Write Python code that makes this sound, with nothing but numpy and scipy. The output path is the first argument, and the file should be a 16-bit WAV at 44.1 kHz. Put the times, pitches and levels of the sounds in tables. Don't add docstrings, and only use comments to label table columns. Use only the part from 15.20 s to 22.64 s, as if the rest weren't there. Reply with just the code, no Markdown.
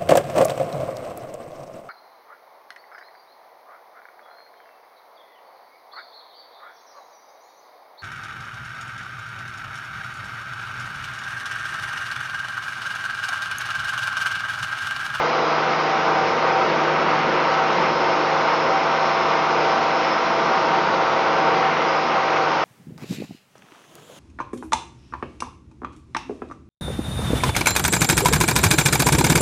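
import sys
import numpy as np
from scipy import signal
from scipy.fft import rfft, irfft, next_fast_len
from scipy.io import wavfile
from scipy.ndimage import uniform_filter1d

SR = 44100
rng = np.random.default_rng(int(sys.argv[2]) if len(sys.argv) > 2 else 0)


def output_pcm(signal):
    pcm = np.clip(np.atleast_2d(signal).T, -1, 1) * 32767
    wavfile.write(sys.argv[1], SR, np.round(pcm).astype(np.int16))


N = 328104
TIME = np.arange(N) / SR

# f/Hz, relative level/dB
TUMBLE_SPECTRUM = [(20, -35), (50, -20.5), (90, -20.5), (112, -8.5), (135, -15.5), (170, 0), (215, 0),
                   (250, 0), (268, -10.5), (310, 2), (400, -0.5), (520, -7.5), (1000, -32.5)]
THUD_SPECTRUM = [(200, -32.5), (380, -9.5), (470, -5.5), (525, 0), (565, -4.5), (640, -21.5), (800, -40.5)]
RUSH_SPECTRUM = [(450, -34.5), (600, -6), (680, -5), (725, -7), (890, -1.5), (1200, -2.5), (1400, -4.5),
                 (1540, -3.5), (1640, -12), (2500, -41.5)]
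SCRAPE_SPECTRUM = [(900, -34.5), (1600, -3), (2050, 1), (2450, -2.5), (2850, -4.5), (3300, -11.5),
                   (4500, -24), (7000, -49)]
HISS_SPECTRUM = [(1800, -28.5), (3000, 1.5), (3600, 3.5), (4700, 1.5), (5350, 1), (5750, -2), (6000, -4.5),
                 (6300, -8), (6800, -11.5), (7300, -29.5)]
# t/s, level/dB
TUMBLE_LEVEL = [(0, -35), (.25, -37), (.8, -34.5), (1.02, -32), (1.2, -34.5), (1.37, -36.5), (1.52, -30),
                (1.67, -34), (1.8, -30.5), (2.1, -31.5), (2.4, -35.5), (2.48, -35), (2.63, -28),
                (2.78, -33.5), (3.05, -33.5), (3.32, -38), (3.48, -32.5), (3.66, -38), (3.87, -36),
                (4.05, -32.5), (4.17, -35), (4.28, -35.5), (4.45, -34.5), (4.87, -36.5), (5.25, -31),
                (5.6, -32), (6.08, -34.5), (6.28, -32), (6.55, -33.5), (6.78, -39), (6.95, -34.5),
                (7.2, -37), (7.44, -37.5)]
# peak t/s, length/s, change/dB
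HEAP_SLUMPS = [(.72, 0.24, -2), (1.3, 0.26, 2), (1.47, 0.22, 4.5), (2.15, 0.4, 1.5), (2.47, .14, -1.5),
               (1.8, 0.33, 1.5), (2.85, 0.26, 2.5), (3.48, .16, 3.5), (3.68, .22, -2.5), (3.95, .24, -3),
               (4.28, .12, -3.5), (4.42, .22, 3), (5.03, .35, 0), (5.9, .14, -2), (6.27, 0.38, 2.5),
               (6.58, .14, 0.5), (6.83, .2, -1.8), (7.2, 0.25, 2.4)]
# peak t/s, length/s, change/dB
FLAKE_SHOWERS = [(.08, 0.29, 0.5), (1.78, .3, -1), (2.55, .22, 1), (2.86, 0.26, -0.5), (4.5, 0.53, 1),
                 (4.95, .25, -0.5), (5.83, 0.19, -0.5), (6.35, 0.25, 1.3), (6.88, .3, -1)]

def churn(turns, thud_db=-32, rush_db=-23, scrape_db=-30.5, hiss_db=-37, waver_db=0.5):
    sag, rush_surge, scrape_surge = strain()
    tumble = curves(TUMBLE_LEVEL)[0]
    thud = thud_db + swells(HEAP_SLUMPS)
    rush = rush_db + rush_surge + waver_db * waver(30)
    scrape = scrape_db + 8 * sag + scrape_surge + waver_db * waver(42)
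    hiss = hiss_db - 6 * sag + swells(FLAKE_SHOWERS) + waver_db * waver(24)
    lumps = shreds(turns, per_s=4000, spread_db=0.3, throb=0.082)
    flakes = shreds(turns, per_s=5000, spread_db=2.5, throb=0.024)
    layers = [(tumble, rng.standard_normal(N), TUMBLE_SPECTRUM),
              (thud, rng.standard_normal(N), THUD_SPECTRUM),
              (rush, lumps, RUSH_SPECTRUM),
              (scrape, flakes, SCRAPE_SPECTRUM),
              (hiss, rng.standard_normal(N), HISS_SPECTRUM)]
    return sum(gain_of(db) * steadied(coloured(workshop(drive), spectrum))
               for db, drive, spectrum in layers)


def shreds(turns, per_s, spread_db, throb):
    hits = (rng.random(N) < per_s / SR) * rng.standard_normal(N)
    hits *= gain_of(spread_db * np.minimum(rng.exponential(1, N), 4))
    air = rng.standard_normal(N)
    return (evened(hits) + air) * (1 + throb * np.cos(4 * np.pi * turns))


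# t/s, speed/(turns per s)
SHAFT_SPEED = [(0, 25.82), (0.5, 25.764), (1, 25.752), (1.35, 25.76), (1.7, 25.684), (2, 25.692),
               (2.3, 25.776), (2.7, 25.752), (3.2, 25.804), (3.8, 25.832), (4.3, 25.82), (5, 25.84),
               (5.9, 25.856), (6.25, 25.752), (6.55, 25.76), (6.9, 25.816), (7.44, 25.812)]
# peak t/s, length/s, rush change/dB, scrape change/dB
WAD_CATCHES = [(.36, 0.22, 1.3, 0), (1.06, .14, -3, 2.5), (1.32, .2, 0.5, -0.3), (1.93, 0.091, 2.5, 2),
               (2.2, 0.44, 0, 1.2), (2.39, .18, 0.5, 0.5), (2.65, 0.24, 1, 2.5), (2.97, .28, 0, 0),
               (3.3, 0.13, 2.5, 2), (3.97, 0.14, 0, 1), (4.14, 0.24, 0, 1), (4.42, .14, -1, 1.5),
               (4.88, 0.21, -0.5, 2), (5.31, 0.12, 2, 0), (5.54, .16, 1.5, 2), (5.7, .22, 1.3, 0),
               (5.92, 0.22, 1, 0), (6.15, 0.22, 1, 0.5), (6.29, 0.14, 2.1, 0.5), (6.35, .14, -1, 1.5),
               (6.45, 0.11, 1, 2), (6.53, 0.33, -0.8, 1.5), (6.73, .14, 0.8, .5), (6.95, .13, 2.3, 1),
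               (7.15, 0.15, 1.5, 2.5)]
# peak t/s, length/s, rush change/dB,
# scrape change/dB
MORE_SWELLS = [(.25, .4, 0, -2), (.69, 0.27, -1.5, 0), (.9, 0.32, 1, -1.5), (1.1, 0.3, 1, -1.5),
               (1.17, .12, -1.5, -0.5), (1.5, 0.13, -2.3, 1.5), (2.75, 0.18, -2.5, -2.5),
               (3.6, 0.12, -1, 1), (4.72, .18, -1, -0.5), (5.02, .14, -0.5, 0.5), (5.75, .16, -1.5, 0),
               (6.84, .13, -4, -1)]

def strain(free_turns_per_s=25.86):
    sag = free_turns_per_s - curves(SHAFT_SPEED)[0]
    peaks, lengths, *changes = np.transpose([*WAD_CATCHES, *MORE_SWELLS])
    rush, scrape = (swells(zip(peaks, lengths, db)) for db in changes)
    return sag, rush, scrape


HUM_ORDER, WHINE_ORDER, HOWL_ORDER, UPPER_ORDER, TOP_ORDER = 6, 26, 30, 36, 39
# t/s, level/dB
WHINE_LEVEL = [(0, -35), (.3, -31.5), (.43, -48), (.6, -38), (.97, -31), (1.13, -46), (1.26, -31.5),
               (1.5, -37), (1.62, -32), (2.03, -41), (2.2, -33), (2.6, -34), (2.73, -35.5), (2.86, -31.5),
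               (4.45, -31), (5, -32.5), (5.17, -27.5), (5.35, -33), (6.6, -32.5), (6.76, -36), (7, -38),
               (7.44, -37)]
# peak t/s, length/s, change/dB
HOWL_WAVES = [(.28, .25, -2), (.74, .25, 5), (.97, 0.37, 5), (1.36, 0.26, 6.5), (1.64, 0.45, 2),
              (1.97, 0.32, 4), (2.39, 0.3, 6), (2.68, .3, 1), (2.92, .3, 3), (3.15, 0.25, 5.5),
              (3.56, 0.21, 9.5), (3.82, 0.47, 5.5), (4.12, .4, 2.5), (4.55, 0.57, 5.5), (4.82, .25, 3.5),
              (5.05, .25, -1), (5.33, 0.17, 8.5), (5.56, 0.18, 8), (5.81, 0.19, 6), (6.04, .2, 2.5),
              (6.24, 0.4, 8), (6.43, 0.27, 7.5), (6.75, 0.21, 6.5), (6.98, .28, 7), (7.2, 0.3, 8),
              (7.36, 0.34, 5)]
# t/s, change/dB
BLADE_CLEARANCE = [(0, -4.5), (.6, -8), (1.35, 0.5), (1.9, -4), (2.25, 0.5), (3.2, 0.5), (4.05, 3),
                   (4.9, -0.5), (6.3, 0), (6.75, -0.5), (7.2, -3), (7.44, 1)]

def blades(turns, hum_db=-42.5, howl_db=-32, upper_db=-32.5, top_db=-37, waver_db=0.5):
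    sag, surge, _ = strain()
    clearance = curves(BLADE_CLEARANCE)[0]
    hum = hum_db + 30 * sag + 0.3 * waver(10)
    whine = curves(WHINE_LEVEL)[0] + waver_db * waver(15)
    howl = howl_db + swells(HOWL_WAVES) + waver_db * waver(17)
    upper = upper_db + clearance + .5 * surge + waver_db * waver(5.7)
    return (gain_of(hum) * tone(HUM_ORDER * turns)
            + gain_of(whine) * tone(WHINE_ORDER * turns)
            + gain_of(howl) * blade_tone(HOWL_ORDER * turns, wake_db=-8, wake_ratio=.997, width_hz=35)
            + gain_of(upper) * blade_tone(UPPER_ORDER * turns, wake_db=-5, wake_ratio=.995, width_hz=22)
            + gain_of(top_db + clearance) * tone(TOP_ORDER * turns))


def blade_tone(cycles, wake_db, wake_ratio, width_hz):
    return tone(cycles) + gain_of(wake_db) * steadied(fuzzy(wake_ratio * cycles, width_hz))


# multiple of the shaft speed, level/dB
DRONE_LINES = [(10,-51), (12,-41), (13,-49), (14,-39), (17,-40), (18,-37), (19,-38), (20,-40), (21,-37),
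               (22,-53.5), (23,-41.5), (24,-49), (25,-38), (27,-39.5), (31,-47.5), (32,-53), (33,-48),
               (34,-42.5), (35,-42), (38,-40.5), (40,-43.5), (41,-39.5), (43,-43), (44,-44.5), (45,-41),
               (46,-46), (47,-49.5), (48,-45.5), (49,-42.5), (51,-40), (58,-55), (60,-47)]

def drone(turns, unsteady=0.19, lift_db=0.5):
    low, high = np.zeros((2, N))
    for order, db in DRONE_LINES:
        shaken = np.clip(unsteady * np.sqrt(order / HOWL_ORDER), 0, 1)
        line = np.sqrt(1 - shaken) * tone(order * turns)
        line += np.sqrt(shaken) * fuzzy(order * turns, width_hz=5)
        add(low if order < WHINE_ORDER else high, 0, gain_of(db + lift_db) * line)
    _, surge, _ = strain()
    clearance = curves(BLADE_CLEARANCE)[0]
    return low * gain_of(swells(HEAP_SLUMPS)) + high * gain_of(surge + 0.22 * clearance)


# f/Hz, width/Hz, level/dB
DRUM_MODES = [(111, 3, -58), (240, 14, -46), (1314, 14, -41), (2247, 16, -48), (2485, 25, -52)]

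def ringing():
    return sum(gain_of(db) * fuzzy(hz * TIME, width) for hz, width, db in DRUM_MODES)


# t/s, length/s, f/Hz, level/dB, pitch wander/Hz
STEEL_SQUEALS = [(0, .48, 5022, -49, 9), (.04, .41, 3929, -53, 5), (.1, .62, 4885, -51.5, 8),
                 (.45, .48, 5010, -51, 14), (.5, .3, 5255, -53, 10), (.78, .4, 5150, -47.5, 110),
                 (1.15, .45, 5071, -53, 14), (1.55, .9, 5340, -53, 70), (2.4, .75, 5260, -51.5, 40),
                 (2.45, 1.1, 5173, -51, 20), (2.55, .47, 4236, -53.5, 5), (2.55, .45, 5025, -50, 11),
                 (2.62, .5, 5478, -54, 8), (3.05, 1.15, 5328, -51.5, 13), (3.05, 1.1, 5432, -52.5, 20),
                 (3.12, .5, 5078, -50, 12), (3.3, 1.15, 5178, -51, 20), (3.8, .3, 5081, -48.5, 10),
                 (4.1, .4, 5045, -50.5, 20), (4.28, .42, 5188, -48, 20), (4.3, 1.1, 4953, -55.5, 10),
                 (4.68, .75, 5622, -54.5, 7), (4.68, .3, 5388, -48.5, 6), (4.64, .2, 5170, -48, 10),
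                 (4.82, .21, 5173, -43, 11), (4.78, .4, 3509, -50, 7), (4.98, .36, 5185, -49.5, 24),
                 (5.28, .22, 5193, -47, 14), (6.08, .36, 5054, -51, 10), (6.1, .4, 4930, -53, 12),
                 (6.6, .35, 5001, -47.5, 4), (6.64, .28, 5125, -49.5, 12), (6.68, .28, 5350, -52, 10),
                 (7.03, .45, 5185, -50, 18)]
# offset f/Hz, relative level/dB
SIDE_TONES = [(-135, -11), (215, -13)]

def squealing():
    out = np.zeros(N)
    for start, length, hz, db, wander_hz in STEEL_SQUEALS:
        for offset_hz, side_db in [(0, 0), *SIDE_TONES]:
            add(out, start, squeal(length, hz + offset_hz, db + side_db, wander_hz))
    scattered = rng.uniform((0, .2, 3200, -57, 1), (TIME[-1], .5, 4650, -52, 5), (60, 5))
    clustered = rng.uniform((0, .12, 4950, -58, 3), (TIME[-1], .35, 5480, -53, 14), (36, 5))
    for start, *shape in [*scattered, *clustered]:
        add(out, start, squeal(*shape))
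    return out


def squeal(length, hz, db, wander_hz, slips_per_s=45, flutter_db=2, loose_hz=30):
    t = TIME[:max(round(length * SR), 64)]
    looseness = min(wander_hz / loose_hz, 1)
    out = np.zeros(len(t))
    for k in range(3):
        slip, grip = (np.interp(t * slips_per_s, np.arange(128), steps)
                      for steps in rng.standard_normal((2, 128)))
        cycles = np.cumsum(hz + wander_hz * slip) / SR
        out += looseness ** k * gain_of(flutter_db * grip) * tone(cycles)
    return gain_of(db) * evened(out * signal.windows.tukey(len(t), alpha=.4))


def workshop(x, t60_s=0.42, wet_db=-9, echoes_per_s=2000):
    t = TIME[:SR // 2]
    echoes = rng.standard_normal(len(t)) * (rng.random(len(t)) < echoes_per_s / SR)
    echoes *= gain_of(-60 * t / t60_s)
    wet = signal.fftconvolve(x, echoes / np.linalg.norm(echoes))[:N]
    return (x + gain_of(wet_db) * wet) / np.hypot(1, gain_of(wet_db))


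def gain_of(db):
    return 10 ** (np.asarray(db) / 20)


def evened(x):
    return x / np.sqrt(np.mean(abs(x) ** 2) + 1e-20)


def steadied(x, window_s=0.12, evenness=.7):
    size = round(window_s * SR)
    power = uniform_filter1d(uniform_filter1d(x ** 2, size), size)
    return evened(x / power ** (evenness / 2))


def curves(rows):
    times, *columns = np.transpose(rows)
    return [np.interp(TIME, times, column) for column in columns]


def swells(rows):
    return sum(db * np.cos(np.pi * np.clip((TIME - peak) / length, -.5, .5)) ** 2
               for peak, length, db in rows)


def coloured(x, spectrum):
    hz, db = np.transpose(spectrum)
    size = next_fast_len(N)
    f = np.fft.rfftfreq(size, 1 / SR)
    shape = gain_of(np.interp(np.log(f + 1), np.log(hz), db))
    shape /= 1 + (f / hz[-1] / 2) ** 2
    return evened(irfft(rfft(x, size) * shape, size)[:N])


def drift(width_hz, rate_hz=500):
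    f = np.fft.fftfreq(4096, 1 / rate_hz)
    phases = np.exp(2j * np.pi * rng.random(len(f)))
    noise = np.fft.ifft(phases / (1 + (2 * f / width_hz) ** 2))
    return evened(np.interp(TIME, np.arange(len(f)) / rate_hz, noise))


def waver(width_hz):
    return evened(drift(width_hz).real)


def tone(cycles):
    return np.sqrt(2) * np.cos(2 * np.pi * (cycles + rng.random()))


def fuzzy(cycles, width_hz):
    return np.sqrt(2) * (drift(width_hz) * np.exp(2j * np.pi * cycles)).real


def add(mix, start, sound):
    part = mix[max(round(start * SR), 0):][:len(sound)]
    part += sound[:len(part)]


def scene():
    turns = np.cumsum(curves(SHAFT_SPEED)[0]) / SR
    return (drone(turns) + blades(turns) + churn(turns) + ringing() + squealing())[None]


def record(dry, ceiling=.4, edge_hz=7100):
    rounded = dry / (1 + (dry / ceiling) ** 6) ** (1 / 6)
    lowpass = signal.firwin(601, edge_hz, window=("kaiser", 9), fs=SR)
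    return signal.oaconvolve(rounded, lowpass[None], "same")


dry = scene()
out = record(dry)
output_pcm(out)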